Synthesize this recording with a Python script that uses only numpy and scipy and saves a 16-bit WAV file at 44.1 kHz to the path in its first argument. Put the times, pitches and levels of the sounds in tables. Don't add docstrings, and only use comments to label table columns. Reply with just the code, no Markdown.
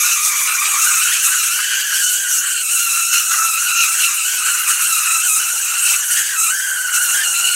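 import sys
import numpy as np
from scipy import signal
from scipy.fft import rfft, irfft, next_fast_len
from scipy.io import wavfile
from scipy.ndimage import uniform_filter1d

SR = 44100
rng = np.random.default_rng(int(sys.argv[2]) if len(sys.argv) > 2 else 0)


def unload_audio(sound):
    columns = np.transpose(np.atleast_2d(sound))
    steps = np.round(np.clip(columns, -1, 1) * 32767)
    wavfile.write(sys.argv[1], SR, steps.astype(np.int16))


N = 332955
TIME = np.arange(N) / SR

# t/s, rate/Hz
FIRING_RATE = [(0, 1160), (.25, 1235), (.45, 1180), (.75, 1290), (1.1, 1370), (1.45, 1406), (1.7, 1527),
               (2.5, 1517), (2.72, 1340), (3.1, 1373), (4.1, 1290), (4.35, 1400), (5.1, 1346), (5.95, 1400),
               (6.05, 1540), (6.62, 1610), (7.0, 1437), (7.55, 1420)]
# t/s, scatter/share of the wait
FIRING_SCATTER = [(0, 0.11), (.3, 0.086), (.65, .13), (.85, 0.077), (1.1, .12), (1.9, 0.097), (2.55, 0.093),
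                  (2.9, 0.061), (3.5, 0.072), (4.3, .1), (4.95, .11), (5.12, 0.046), (5.5, .09),
                  (6.05, .12), (6.45, .1), (6.62, 0.059), (7.1, 0.077), (7.55, 0.059)]
# t/s, level/dB
BOOM_LEVEL = [(0.0, -28.5), (1.05, -25), (1.2, -29.5), (1.35, -24.5), (2.55, -27), (2.7, -37.5),
              (2.85, -32), (3.0, -20.1), (3.15, -30), (3.9, -25.5), (4.05, -30.5), (4.65, -26.5),
              (5.4, -29.5), (6.15, -32), (6.6, -23.5), (7.55, -25)]
# f/Hz, level/dB
BOOM_SPECTRUM = [(500, -23), (900, -18), (1050, -6), (1250, -4), (1470, 1.5), (1680, 1), (1900, 1),
                 (2150, -3), (2500, -26), (4000, -62)]
# t/s, level/dB
SNAP_LEVEL = [(0.0, -29), (1.2, -24), (2.4, -30.5), (2.85, -26), (3.3, -30.5), (3.6, -24), (3.9, -27.5),
              (4.05, -26.5), (5.25, -29.0), (5.4, -26), (5.55, -30.5), (5.7, -24.5), (6.15, -36),
              (6.45, -26), (6.6, -33.5), (7.55, -25)]
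# f/Hz, level/dB
SNAP_SPECTRUM = [(1500, -36), (2100, -4), (2350, 1.5), (2620, 3), (2900, 1), (3200, -4.5), (3480, -9),
                 (3900, -7), (4600, -9), (5300, -9.5), (6200, -33), (9000, -50)]
# t/s, level/dB
HISS_LEVEL = [(0.0, -19), (1.05, -15.5), (1.2, -18), (1.5, -16), (1.65, -21), (3.6, -18.2), (3.75, -20.5),
              (3.9, -17.5), (4.2, -19.5), (5.7, -18.5), (5.85, -17), (6.0, -19.5), (6.9, -22),
              (7.55, -17.8)]
# f/Hz, level/dB
HISS_SPECTRUM = [(1500, -34), (3500, -16.5), (4900, -20), (5500, -9.5), (6100, -3.5), (6850, -0.5),
                 (7400, -2.5), (8300, 1.5), (9400, -6.5), (11500, -7), (13200, -12.5), (14300, -15),
                 (15000, -17), (16500, -19)]
# t/s, gain/dB
THICK_BRANCHES = [(0.0, 6), (0.45, 4.5), (0.6, 1.5), (1.95, 7.5), (2.55, -4.5), (2.7, 4.8), (4.05, -0.8),
                  (5.55, 3), (5.85, -8.5), (6.0, 0.7), (6.3, 3), (7.55, -4.5)]
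# t/s, level/dB
KNOCK_LEVEL = [(0, -50.5), (.7, -43.5), (1.15, -54), (1.5, -56), (2.2, -57.5), (3.2, -55.5), (3.37, -45),
               (3.6, -53), (4.3, -52.5), (5.15, -50.5), (5.55, -49.5), (5.92, -46), (6.1, -55), (6.45, -51),
               (6.65, -55.5), (7.05, -49), (7.2, -48), (7.55, -48)]
# f/Hz, level/dB
KNOCK_SPECTRUM = [(60, -35), (150, -29), (300, -10.5), (520, -5.5), (700, -3), (950, 8), (1300, 1.5),
                  (2500, -43)]
# f/Hz, width/Hz, level/dB
BENCH_RINGS = [(458, 40, 2.5), (587, 20, -6), (702, 48, 3.5), (770, 28, -5)]
# t/s, level/dB
RUMBLE_LEVEL = [(0, -78), (.35, -80), (.8, -67), (1.5, -78), (1.9, -75), (2.35, -73), (2.6, -75),
                (3.35, -68.5), (4.2, -72.5), (5.3, -70), (6.2, -71.5), (6.75, -68), (7.05, -77),
                (7.55, -65)]
# f/Hz, level/dB
RUMBLE_SPECTRUM = [(15, -12), (35, -4), (47, 1.5), (70, 1), (110, 1), (160, -1), (300, -6), (1000, -38)]
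# t/s, hum level/dB, whirr level/dB
HUM_AND_WHIRR_LEVELS = [(0, -88, -57), (.9, -78, -66), (1.7, -92, -59.5), (3, -86, -64), (5.5, -87, -72),
                        (6.5, -67, -74), (7.1, -72, -77), (7.55, -72, -77)]
# f/Hz, width/Hz
WHIRR_BAND = (450, 43)
# start/s, length/s, rate/Hz, hiss/dB, boom/dB, snap/dB, thick branches/dB
STREAMER_FLARES = [(-0.02, 0.15, 90.0, 3.5, 0.7, 5, 2), (0.227, 0.055, -0.0, 3, -2.5, -0.5, 2),
                   (0.472, 0.059, 30.0, -0.9, 1.5, 4, 0), (0.567, 0.095, -30.0, -0.6, 2, 4, 0),
                   (0.699, 0.065, -80.0, -0.3, 2.5, 1, 1), (0.808, 0.1, 0.0, 3.0, 3.5, 0.5, 4),
                   (1.227, 0.039, -50.0, 5.5, 1.5, 0.5, -1), (1.378, 0.14, -70.0, 0, -3.6, 1, 2),
                   (1.709, 0.068, 20.0, 2.5, 1.5, 0.5, 2), (1.914, 0.11, -20.0, 4, 0.2, 3.5, -0.5),
                   (2.022, 0.14, -40.0, 4.5, 0, 3.5, 0), (2.291, 0.094, -40.0, 4.5, -2.2, 1.0, 4.5),
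                   (2.687, 0.13, 80.0, 3.5, 8, 1.5, -3), (2.873, 0.089, -10.0, 1.7, -2.2, 3.5, -6),
                   (2.965, 0.086, -20.0, 2.4, -4.5, 3.5, 1.4), (3.109, 0.074, 30.0, 4.5, 7.5, 7.5, 4),
                   (3.284, 0.17, 30.0, 3.5, 7.5, 3, 7), (3.569, 0.12, 90.0, 1.8, 3, 0.3, 4),
                   (3.751, 0.093, -30.0, 2.5, 2.3, 7.5, 7), (3.978, 0.077, 90.0, 3, 4.3, 3.9, 2),
                   (4.239, 0.048, 60.0, 2, 3.7, 1.5, 2), (4.442, 0.064, 30.0, 3.5, 4.1, 4.5, -7),
                   (4.662, 0.049, 10.0, 6.5, 4, 3.5, -3), (4.79, 0.085, 0.0, 3.9, 1, 3.2, -2),
                   (4.89, 0.095, -40.0, 2.5, 2.8, 4, 1), (5.048, 0.12, -20.0, 2.9, 5, 6.5, -4.5),
                   (5.239, 0.14, 30.0, 4.5, 3, 0, -5), (5.66, 0.1, 10.0, -1.6, 4, 0.2, 4),
                   (5.812, 0.15, -59.5, 4, 4, 6.5, 4.5), (6.084, 0.11, -30.0, 5.5, 6, 9, -3),
                   (6.374, 0.13, 49.5, 6, -0.3, 0.2, -8.5), (6.918, 0.049, -50.5, 7.5, 2.2, 6.5, 5.3),
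                   (7.001, 0.17, -10.0, 4.5, 1, 0.3, 4), (7.224, 0.159, -30.5, 2.0, -2.5, 3.5, 0),
                   (7.43, 0.049, -7, 1.8, -2, 6.5, 4)]
# start/s, length/s, rate/Hz
EVEN_SPELLS = [(.56, 0.043, 1210), (2.009, 0.096, 1470), (2.62, 0.058, 1290), (2.831, 0.095, 1333),
               (3.359, 0.095, 1310), (3.471, 0.051, 1270), (3.749, .05, 1350), (4.879, 0.059, 1330),
               (5.051, .13, 1310), (5.27, .1, 1270), (6.338, .15, 1295), (6.93, 0.081, 1416),
               (7.229, .3, 1412)]
# start/s, length/s, extra rate/Hz, extra boom/dB
RACING_SPELLS = [(1.05, 0.074, 171, 3.5), (3.92, .05, 150, 0), (4.29, .06, 83, -2.5),
                 (5.2, 0.059, 128, 1.5), (6.15, 0.067, 90, 2.5), (6.27, 0.059, 39, 3.5),
                 (7.13, 0.083, 169, 3.5)]


def from_db(db):
    return 10 ** (np.asarray(db) / 20)


def unit_level(x):
    return x / np.sqrt(np.mean(x ** 2) + 1e-20)


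def in_time(rows):
    seconds, *columns = np.transpose(rows)
    return np.squeeze([np.interp(TIME, seconds, column) for column in columns])


def drift(speed_hz):
    step, warm_up = 40, 2000
    memory = np.exp(-2 * np.pi * step * speed_hz / SR)
    noise = rng.standard_normal(N // step + warm_up + 2)
    slow = signal.lfilter([1], [1, -2 * memory, memory * memory], noise)[warm_up:]
    return np.interp(np.arange(N) / step, np.arange(len(slow)), unit_level(slow))


def colour(x, spectrum):
    size = next_fast_len(N + SR // 10)
    hz, db = np.transpose(spectrum)
    f = np.maximum(np.arange(size // 2 + 1) * SR / size, 1)
    gain = from_db(np.interp(np.log(f), np.log(hz), db))
    edge_fade = np.minimum(f / hz[0], 1) ** 2 * np.minimum(hz[-1] / f, 1) ** 2
    return unit_level(irfft(rfft(x, size) * gain * edge_fade, size)[:N])


def steady(x, samples):
    return x / np.sqrt(uniform_filter1d(uniform_filter1d(x ** 2, samples), samples) + 1e-12)


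def clicks(times, heights):
    at = np.round(times * SR).astype(int)
    inside = (at >= 0) & (at < N)
    return np.bincount(at[inside], heights[inside], N)


def resonance(x, hz, width_hz):
    return signal.lfilter(*signal.iirpeak(hz, hz / width_hz, SR), x)


def gap_firings(rate_hz, scatter, count=13000, sway_share=.5, sway_hz=70, lapse_share=.62, fitful=.9):
    charge = np.cumsum(rate_hz * np.exp(sway_share * scatter * drift(sway_hz))) / SR
    lapse = lapse_share * np.minimum(np.exp(fitful * rng.standard_normal(count) - fitful ** 2 / 2), 5)
    spread = np.interp(np.arange(count), charge, scatter) * lapse
    waits = np.exp(spread * rng.standard_normal(count) - spread ** 2 / 2)
    times = np.interp(np.cumsum(waits), charge, TIME, right=TIME[-1] + 1)
    return times, np.sqrt(waits)


def workshop_echo(x, places=8, roam_hz=6, fade_s=0.14, echo_db=2.5):
    t = np.arange(SR // 4) / SR
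    nearness = np.array([drift(roam_hz) for _ in range(places)])
    nearness /= np.linalg.norm(nearness, axis=0)
    tails = rng.standard_normal((places, len(t))) * from_db(-60 * t / fade_s) * (t > .001)
    tails /= np.linalg.norm(tails, axis=1, keepdims=True)
    echoes = signal.oaconvolve(x * nearness, tails, axes=1).sum(axis=0)[:N]
    return x + from_db(echo_db) * echoes


def whine(times, strength, scatter_s, boom_db, snap_db, whip_s=.00004, flutter_db=2.5, waver_db=1.6):
    whip_delay = (whip_s + .6 * scatter_s) * drift(70)
    whipped = times + np.interp(times, TIME, whip_delay)
    out = np.zeros(N)
    parts = (whipped, boom_db, BOOM_SPECTRUM), (times, snap_db, SNAP_SPECTRUM)
    for arrivals, level_db, spectrum in parts:
        fluttering = clicks(arrivals, strength) * from_db(flutter_db * drift(70))
        buzz = steady(colour(workshop_echo(fluttering), spectrum), samples=1700)
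        out += from_db(level_db + waver_db * drift(10)) * buzz
    return out


def streamer_cracks(times, strength, branches=4, lag_s=.00003, reach_s=.00013, flicker_db=3):
    crack_times = times + lag_s * rng.standard_normal(len(times))
    out = np.zeros(N)
    for _ in range(branches):
        delay = reach_s * np.interp(times, TIME, drift(4))
        heat = from_db(flicker_db * np.interp(times, TIME, drift(15)))
        out += clicks(crack_times + delay, strength * heat)
    return out


def streamer_hiss(times, strength, level_db, thick_db, glow_db=-9.5, tips_follow=0.54, waver_db=0.74):
    cracks = steady(workshop_echo(streamer_cracks(times, strength)), samples=2400)
    glow = from_db(glow_db) * rng.standard_normal(N)
    hiss = colour(cracks + glow, HISS_SPECTRUM)
    thick = signal.sosfiltfilt(signal.butter(6, 7000, "low", fs=SR, output="sos"), hiss)
    tips = signal.sosfiltfilt(signal.butter(6, 9500, "high", fs=SR, output="sos"), hiss)
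    hiss = hiss + (from_db(thick_db) - 1) * thick + (from_db(tips_follow * thick_db) - 1) * tips
    return from_db(level_db + waver_db * drift(14)) * steady(hiss, samples=1300)


def bench_knocks(times, flare_db, miss_share=.25, spread_db=6, gain_db=1, follow=0.39, waver_db=2.3):
    missed = rng.random(len(times)) < miss_share
    heights = missed * from_db(spread_db * rng.standard_normal(len(times)))
    knocks = workshop_echo(clicks(times, heights), places=2)
    rings = sum(from_db(db) * resonance(knocks, hz, width_hz) for hz, width_hz, db in BENCH_RINGS)
    level_db = in_time(KNOCK_LEVEL) + gain_db + follow * flare_db + waver_db * drift(9)
    return from_db(level_db) * colour(knocks + rings, KNOCK_SPECTRUM)


def rumble(flare_db, gain_db=2, follow=0.88, waver_db=3):
    level_db = in_time(RUMBLE_LEVEL) + gain_db + follow * flare_db + waver_db * drift(7)
    return from_db(level_db) * colour(rng.standard_normal(N), RUMBLE_SPECTRUM)


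def hum_and_whirr(hum_hz=88.2, wander_hz=1.5):
    hum_db, whirr_db = in_time(HUM_AND_WHIRR_LEVELS)
    phase = 2 * np.pi * np.cumsum(hum_hz + wander_hz * drift(3)) / SR
    hum = from_db(hum_db) * unit_level(np.sin(phase))
    whirr = from_db(whirr_db) * unit_level(resonance(rng.standard_normal(N), *WHIRR_BAND))
    return hum + whirr


def swells(events, rise_s=.025, fade_s=.03):
    out = np.zeros((len(events[0]) - 2, N))
    for start, length, *amounts in events:
        span = slice(*np.searchsorted(TIME, [start, start + length + 10 * fade_s]))
        age = TIME[span] - start
        shape = np.minimum(age / rise_s, 1) * np.exp(-np.maximum(age - length, 0) / fade_s)
        out[:, span] += np.outer(amounts, shape)
    return out


def even_singing(rate_hz, scatter, even_scatter=.044, wander_share=.008):
    even_hz, settled = swells([(*spell, 1) for spell in EVEN_SPELLS])
    pull_hz = even_hz * (1 + wander_share * drift(8)) - settled * rate_hz
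    rate_hz = rate_hz + pull_hz / np.maximum(settled, 1)
    return rate_hz, scatter + np.minimum(settled, 1) * (even_scatter - scatter)


def racing(extra_scatter=.04):
    return swells([(*spell, extra_scatter) for spell in RACING_SPELLS])


def scene(hiss_gain_db=-0.06, boom_gain_db=0.16, snap_gain_db=1.02):
    flare_hz, flare_db, flare_boom_db, flare_snap_db, flare_thick_db = swells(STREAMER_FLARES)
    race_hz, race_boom_db, race_scatter = racing()
    rate_hz = in_time(FIRING_RATE) + flare_hz + race_hz
    rate_hz, scatter = even_singing(rate_hz, in_time(FIRING_SCATTER) + race_scatter)
    times, strength = gap_firings(rate_hz, scatter)
    boom_db = in_time(BOOM_LEVEL) + boom_gain_db + flare_boom_db + race_boom_db
    snap_db = in_time(SNAP_LEVEL) + snap_gain_db + flare_snap_db
    hiss_db = in_time(HISS_LEVEL) + hiss_gain_db + flare_db
    mix = whine(times, strength, scatter / rate_hz, boom_db, snap_db)
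    mix += streamer_hiss(times, strength, hiss_db, in_time(THICK_BRANCHES) + flare_thick_db)
    mix += bench_knocks(times, flare_db) + rumble(flare_db) + hum_and_whirr()
    return mix[None]


def record(dry, peak_limit=0.83, cutoff_hz=15740):
    treble_cut = signal.ellip(12, .1, 90, cutoff_hz, fs=SR, output="sos")
    return signal.sosfilt(treble_cut, np.clip(dry, -peak_limit, peak_limit))


dry = scene()
out = record(dry)
unload_audio(out)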